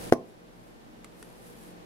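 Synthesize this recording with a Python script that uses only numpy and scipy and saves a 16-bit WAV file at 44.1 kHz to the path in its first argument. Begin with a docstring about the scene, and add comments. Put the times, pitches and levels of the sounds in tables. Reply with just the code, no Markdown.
"""A loud clap as a large board book flops open on carpet, then a hand sliding over the glossy page
and small ticks of the binding, in a small room with a humming fan.
The cover slips off the fingers and lands flat, pushing out a puff of air; the board rings, paper cracks.
The thump overloads the close microphones; the gain ducks and slowly recovers."""
import sys
import numpy as np
from scipy import signal
from scipy.fft import rfft, irfft, next_fast_len
from scipy.io import wavfile
from scipy.ndimage import uniform_filter1d, minimum_filter1d, map_coordinates

SR = 44100
rng = np.random.default_rng(int(sys.argv[2]) if len(sys.argv) > 2 else 0)


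def materialize(psi):
    """Save the field psi as 16-bit PCM at rate SR to the path in sys.argv[1].

    A 1-D psi becomes a single channel; in a 2-D psi each row is a channel.
    """
    bounded = np.clip(np.atleast_2d(psi).T, -1, 1)
    quanta = np.round(bounded * 32767).astype(np.int16)
    wavfile.write(sys.argv[1], SR, quanta)


N = 81585

# Stereo width of paper noise. Each row: frequency in Hz, left-right correlation.
PAPER_CORRELATION = [(300, .3), (1000, -0.74), (1500, 0.013), (2500, 0), (10000, -0.0068)]


def amp(db):
    """Decibels to gain."""
    return 10 ** (np.asarray(db) / 20)


def unit(x):
    """Scale to rms 1."""
    return x / np.sqrt(np.mean(x ** 2) + 1e-20)


def along(points, hz):
    """Interpolate (Hz, value) points on a log frequency axis."""
    knots_hz, values = np.transpose(points)
    return np.interp(np.log(hz + 1), np.log(knots_hz + 1), values)


def clock():
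    """Sample times in seconds."""
    return np.arange(N) / SR


def wobble(knots_per_s):
    """Smooth random curve."""
    return map_coordinates(rng.standard_normal(N), [clock() * knots_per_s])


def filtered(x, response):
    """Apply response(hz) by FFT."""
    size = next_fast_len(N + SR // 2)
    return irfft(rfft(x, size) * response(np.fft.rfftfreq(size, 1 / SR)), size)[..., :N]


def noise(spectrum, correlation):
    """Stereo noise of rms 1 with the given spectrum and left-right correlation."""
    def mid_side_gains(hz):
        angle = np.arccos(np.clip(along(correlation, hz), -1, 1)) / 2
        return amp(along(spectrum, hz)) * [np.cos(angle), np.sin(angle)]
    mid, side = filtered(rng.standard_normal((2, N)), mid_side_gains)
    return unit(np.array([mid + side, mid - side]))


def pan(db):
    """Stereo gains: left up by db, right down by db."""
    return amp([[db], [-db]])


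def fade(start_s, t60_s):
    """Exponential decay from start_s."""
    age_s = clock() - start_s
    return (age_s >= 0) * amp(-60 * np.clip(age_s / t60_s, 0, 10))


def ring(start_s, hz, t60_s):
    """One struck mode: a damped sine."""
    out, first = np.zeros(N), int(np.ceil(start_s * SR))
    age_s = np.arange(first, min(N, first + int(2 * t60_s * SR))) / SR - start_s
    out[first:first + len(age_s)] = np.sin(2 * np.pi * hz * age_s) * amp(-60 * age_s / t60_s)
    return out


def room_tone(air_db=-41.5):
    """Steady air noise and the wavering hum of a fan."""
    # Fan tones. Each row: frequency in Hz, level in dB, depth of wavering.
    fan_tones = [(43.5, -57, 0.46), (120, -59, 1), (176, -52, 0.68), (220, -54.5, 0.47), (244.6, -55, 1),
                 (307.5, -54.5, 0.48), (350.4, -62, 1), (481.6, -56.5, 0.27), (1557, -69.5, 0.17),
                 (1800, -70, 0.085)]
    # Room air. 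Each row: frequency in Hz, relative level in dB.
    air_spectrum = [(20, -8), (70, -7), (130, 1.5), (220, -2.5), (330, -1.5), (520, -3), (800, -5.5),
                    (1200, -12.5), (2500, -18), (4500, -23), (7000, -28), (12000, -30.5), (16000, -39.5)]
    # Its width. Each row: frequency in Hz, left-right correlation.
    air_correlation = [(30, -0.057), (60, -0.37), (120, -0.53), (220, -0.23), (450, 0.086), (650, -0.39),
                       (1000, -0.48), (1500, -0.45), (3000, -0.09)]
    hum = np.zeros(N)
    for hz, db, depth in fan_tones:
        sway = 1 + depth * (wobble(8.76) + 1j * wobble(8.93))
        carrier = np.exp(2j * np.pi * (hz * clock() + rng.random()))
        hum += amp(db) * unit((sway * carrier).real)
    return hum + amp(air_db) * noise(air_spectrum, air_correlation)


def room_reverb(x, onset_s=0.004):
    """Short, damped reflections of a carpeted room."""
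    # Room decay. Each row: frequency in Hz, T60 in seconds.
    decay_times = [(100, 0.47), (300, 0.37), (700, 0.33), (1500, 0.12), (4000, 0.21), (12000, 0.17)]
    # Reflections. Each row: frequency in Hz, relative level in dB.
    tail_spectrum = [(60, -9), (170, -3), (400, -4), (800, -3.5), (1100, 9.5), (1500, 2.5), (5000, 2.5),
                     (14000, 1)]
    # Their width. Each row: frequency in Hz, left-right correlation.
    tail_correlation = [(100, 0.94), (300, .85), (650, 0.67), (1000, 0.25), (1600, -.2), (5000, 0.089)]
    reflections = noise(tail_spectrum, tail_correlation)[:, :SR // 2]
    hz, age_s, bins = signal.stft(reflections, SR, nperseg=256)
    decay = amp(-60 * age_s / along(decay_times, hz)[:, None])
    tail = signal.istft(bins * decay, SR, nperseg=256)[1]
    tail *= 1 - np.exp(-(np.arange(tail.shape[1]) / SR / onset_s) ** 2)
    tail /= np.linalg.norm(tail, axis=1, keepdims=True)
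    return signal.fftconvolve(x.mean(axis=0)[None], tail, axes=1)[:, :N]


def rub(stroke, spectrum, grain_db=2):
    """Fine-grained friction of skin on paper."""
    friction = unit(noise(spectrum, PAPER_CORRELATION) * amp(grain_db * wobble(700)))
    envelope = amp(np.interp(clock(), *np.transpose(stroke)))
    return pan(db=0.5) * envelope * friction


def hand_slide():
    """A hand hisses over the glossy page."""
    # Hand stroke. Each row: time in seconds, level in dB.
    stroke = [(.2, -84), (.29, -53.5), (.38, -77), (.68, -56), (.78, -84), (1.0, -69), (1.12, -65),
              (1.2, -51), (1.29, -54), (1.34, -57), (1.41, -54), (1.46, -48), (1.55, -52.5), (1.65, -49),
              (1.72, -54.5), (1.76, -74)]
    # Skin on the page. Each row: frequency in Hz, relative level in dB.
    skin_spectrum = [(300, -32), (1500, -0.5), (4000, -3.5), (6500, -4), (9000, 0), (11500, 2.5),
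                     (13500, -5.5), (16000, -13)]
    return rub(stroke, skin_spectrum)


def cover_slip():
    """The cover's edge scrapes off the fingers."""
    # Slip. Each row: time in seconds, level in dB.
    stroke = [(0, -47.5), (.04, -45.5), (.095, -51.5), (.125, -40.5), (.15, -73)]
    # Skin on the edge. Each row: frequency in Hz, relative level in dB.
    edge_spectrum = [(200, -29), (1000, -10), (2500, 0.5), (4000, 2.5), (7000, 2), (9500, 5), (12000, 4),
                     (13500, -11), (16000, -1.5)]
    return rub(stroke, edge_spectrum)


def binding_ticks(rattle_t60_s=0.021, knock_t60_s=0.017, snap_t60_s=0.0024):
    """Two ticks and a faint third: each a dry rattle, a two-mode knock of the board and a bright snap."""
    # Each row: start in seconds, level in dB, lower and upper knock in Hz, relative knock level in dB,
    # snap in Hz, relative snap level in dB.
    ticks = [(1.0452, -29.5, 1270, 2110, -2, 8700, 0.5), (1.2271, -33, 1470, 1830, -1, 9960, 8),
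             (1.3008, -50, 392, 560, 10, 10500, 11)]
    # Rattle. Each row: frequency in Hz, relative level in dB.
    rattle_spectrum = [(200, 9), (1000, 3), (1800, 0.5), (3000, 2), (5000, -3), (7000, -0.5), (9000, 2.5),
                       (13000, -12), (16000, -28)]
    # Its width. Each row: frequency in Hz, left-right correlation.
    rattle_correlation = [(500, .8), (2000, 0.33), (10000, 0.19)]
    out = np.zeros((2, N))
    for start_s, db, lower_hz, upper_hz, knock_db, snap_hz, snap_db in ticks:
        rattle = fade(start_s, rattle_t60_s) * noise(rattle_spectrum, rattle_correlation)
        knock = ring(start_s, lower_hz, knock_t60_s) + ring(start_s, upper_hz, knock_t60_s)
        snap = ring(start_s, snap_hz, snap_t60_s)
        out += amp(db) * (rattle + amp(knock_db) * knock + amp(snap_db) * snap)
    return pan(db=1) * out


def cover_thump(suction_gain=0.13, suction_s=0.00045, puff_cycles=0.78, rise_s=0.0017, low_cut_hz=113):
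    """Each landing pushes out a puff of air after a brief suction; board slaps and rings, paper cracks."""
    # The cover lands, then its far edge settles. Each row: start in seconds, level in dB,
    # puff pitch in Hz, relative crack level in dB, crack T60 in seconds.
    landings = [(0.1245, 16, 466, -33.5, 0.029), (0.1326, -4, 294, -16.5, 0.029),
                (0.1358, -3.5, 410, -28, 0.035)]
    # Modes of the cover on the floor. Each row: frequency in Hz, relative level in dB, T60 in seconds.
    cover_modes = [(244, -29.5, .16), (343, -19, 0.031), (346, -43, 0.13), (406, -32.5, 0.12),
                   (500, -29.5, 0.14), (641, -11, 0.025), (656, -34, 0.26), (1050, -26, 0.032),
                   (1144, -40, 0.04)]
    # Hard slap of the board's face. Same columns.
    slap_modes = [(1460, -20, .01), (1940, -32, 0.025), (5600, -26, 0.0053)]
    # Paper crack. Each row: frequency in Hz, relative level in dB.
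    crack_spectrum = [(300, -11), (1500, 5.5), (2500, -4.5), (4300, -5.5), (5800, -1), (7500, -10),
                      (11200, -2.5), (14000, -15), (16000, -10)]
    # Balance at the microphones. Each row: frequency in Hz, left over right in dB.
    balance = [(60, 3), (120, -5.5), (200, -4.5), (300, -0.5), (650, 0.5), (1000, 8.5), (1600, 6.5),
               (5000, 0.5), (12000, 3)]
    # Phase between them. Each row: frequency in Hz, left lead in radians.
    phase_lead = [(0, 0), (60, 1.45), (150, 0.33), (400, 0.49), (700, 0.76), (1500, 2.15), (5000, 2.29)]
    clap, board_and_paper = np.zeros(N), np.zeros((2, N))
    for start_s, db, puff_hz, crack_db, crack_t60_s in landings:
        age_s = clock() - start_s
        cycles = puff_hz * age_s
        suction = -suction_gain * np.exp(-np.abs(age_s) / suction_s)
        puff = np.sin(2 * np.pi * cycles) * np.exp(-(cycles / puff_cycles) ** 2)
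        slap = sum(amp(mode_db) * ring(start_s, hz, t60_s) for hz, mode_db, t60_s in slap_modes)
        clap += amp(db) * (np.where(age_s < 0, suction, puff) + slap)
        crest_s = start_s + .25 / puff_hz  # ringing builds from a quarter cycle into the puff
        swell = 1 - np.exp(-np.maximum(clock() - crest_s, 0) / rise_s)
        board = sum(amp(mode_db) * ring(crest_s, hz, t60_s) for hz, mode_db, t60_s in cover_modes)
        crack = amp(crack_db) * fade(start_s, crack_t60_s) * noise(crack_spectrum, PAPER_CORRELATION)
        board_and_paper += amp(db) * (crack - swell * board)
    split = np.array([[0.5], [-0.5]])  # half to each channel

    def clap_response(hz):
        low_cut = hz / np.hypot(hz, low_cut_hz)
        return low_cut * np.exp(1j * split * along(phase_lead, hz))
    thump = filtered(clap, clap_response) + board_and_paper
    return filtered(thump, lambda hz: amp(split * along(balance, hz)))


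def scene(reverb_db=-14):
    """Thump and ticks with reverb; dry friction and room tone."""
    book = cover_thump() + binding_ticks()
    return book + amp(reverb_db) * room_reverb(book) + cover_slip() + hand_slide() + room_tone()


def record(dry):
    """The microphones clip softly; the gain ducks ahead of a peak and creeps back; steep treble cut."""
    overload_db, clip_order, top_hz = 11.5, 6, 15800
    ceiling_db, lookahead_s, recover_db_per_s = -0.91, .022, 2.5
    clipped = dry / (1 + np.abs(dry / amp(overload_db)) ** clip_order) ** (1 / clip_order)
    peak_db = 20 * np.log10(np.abs(clipped).max(axis=0) + 1e-9)
    needed_db = np.minimum(0, ceiling_db - peak_db)
    ahead_db = minimum_filter1d(needed_db, 2 * int(lookahead_s * SR) + 1)
    climb_db = recover_db_per_s * clock()
    gain_db = uniform_filter1d(climb_db + np.minimum.accumulate(ahead_db - climb_db), size=128)
    return filtered(clipped * amp(gain_db), lambda hz: hz < top_hz)


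dry = scene()
out = record(dry)
materialize(out)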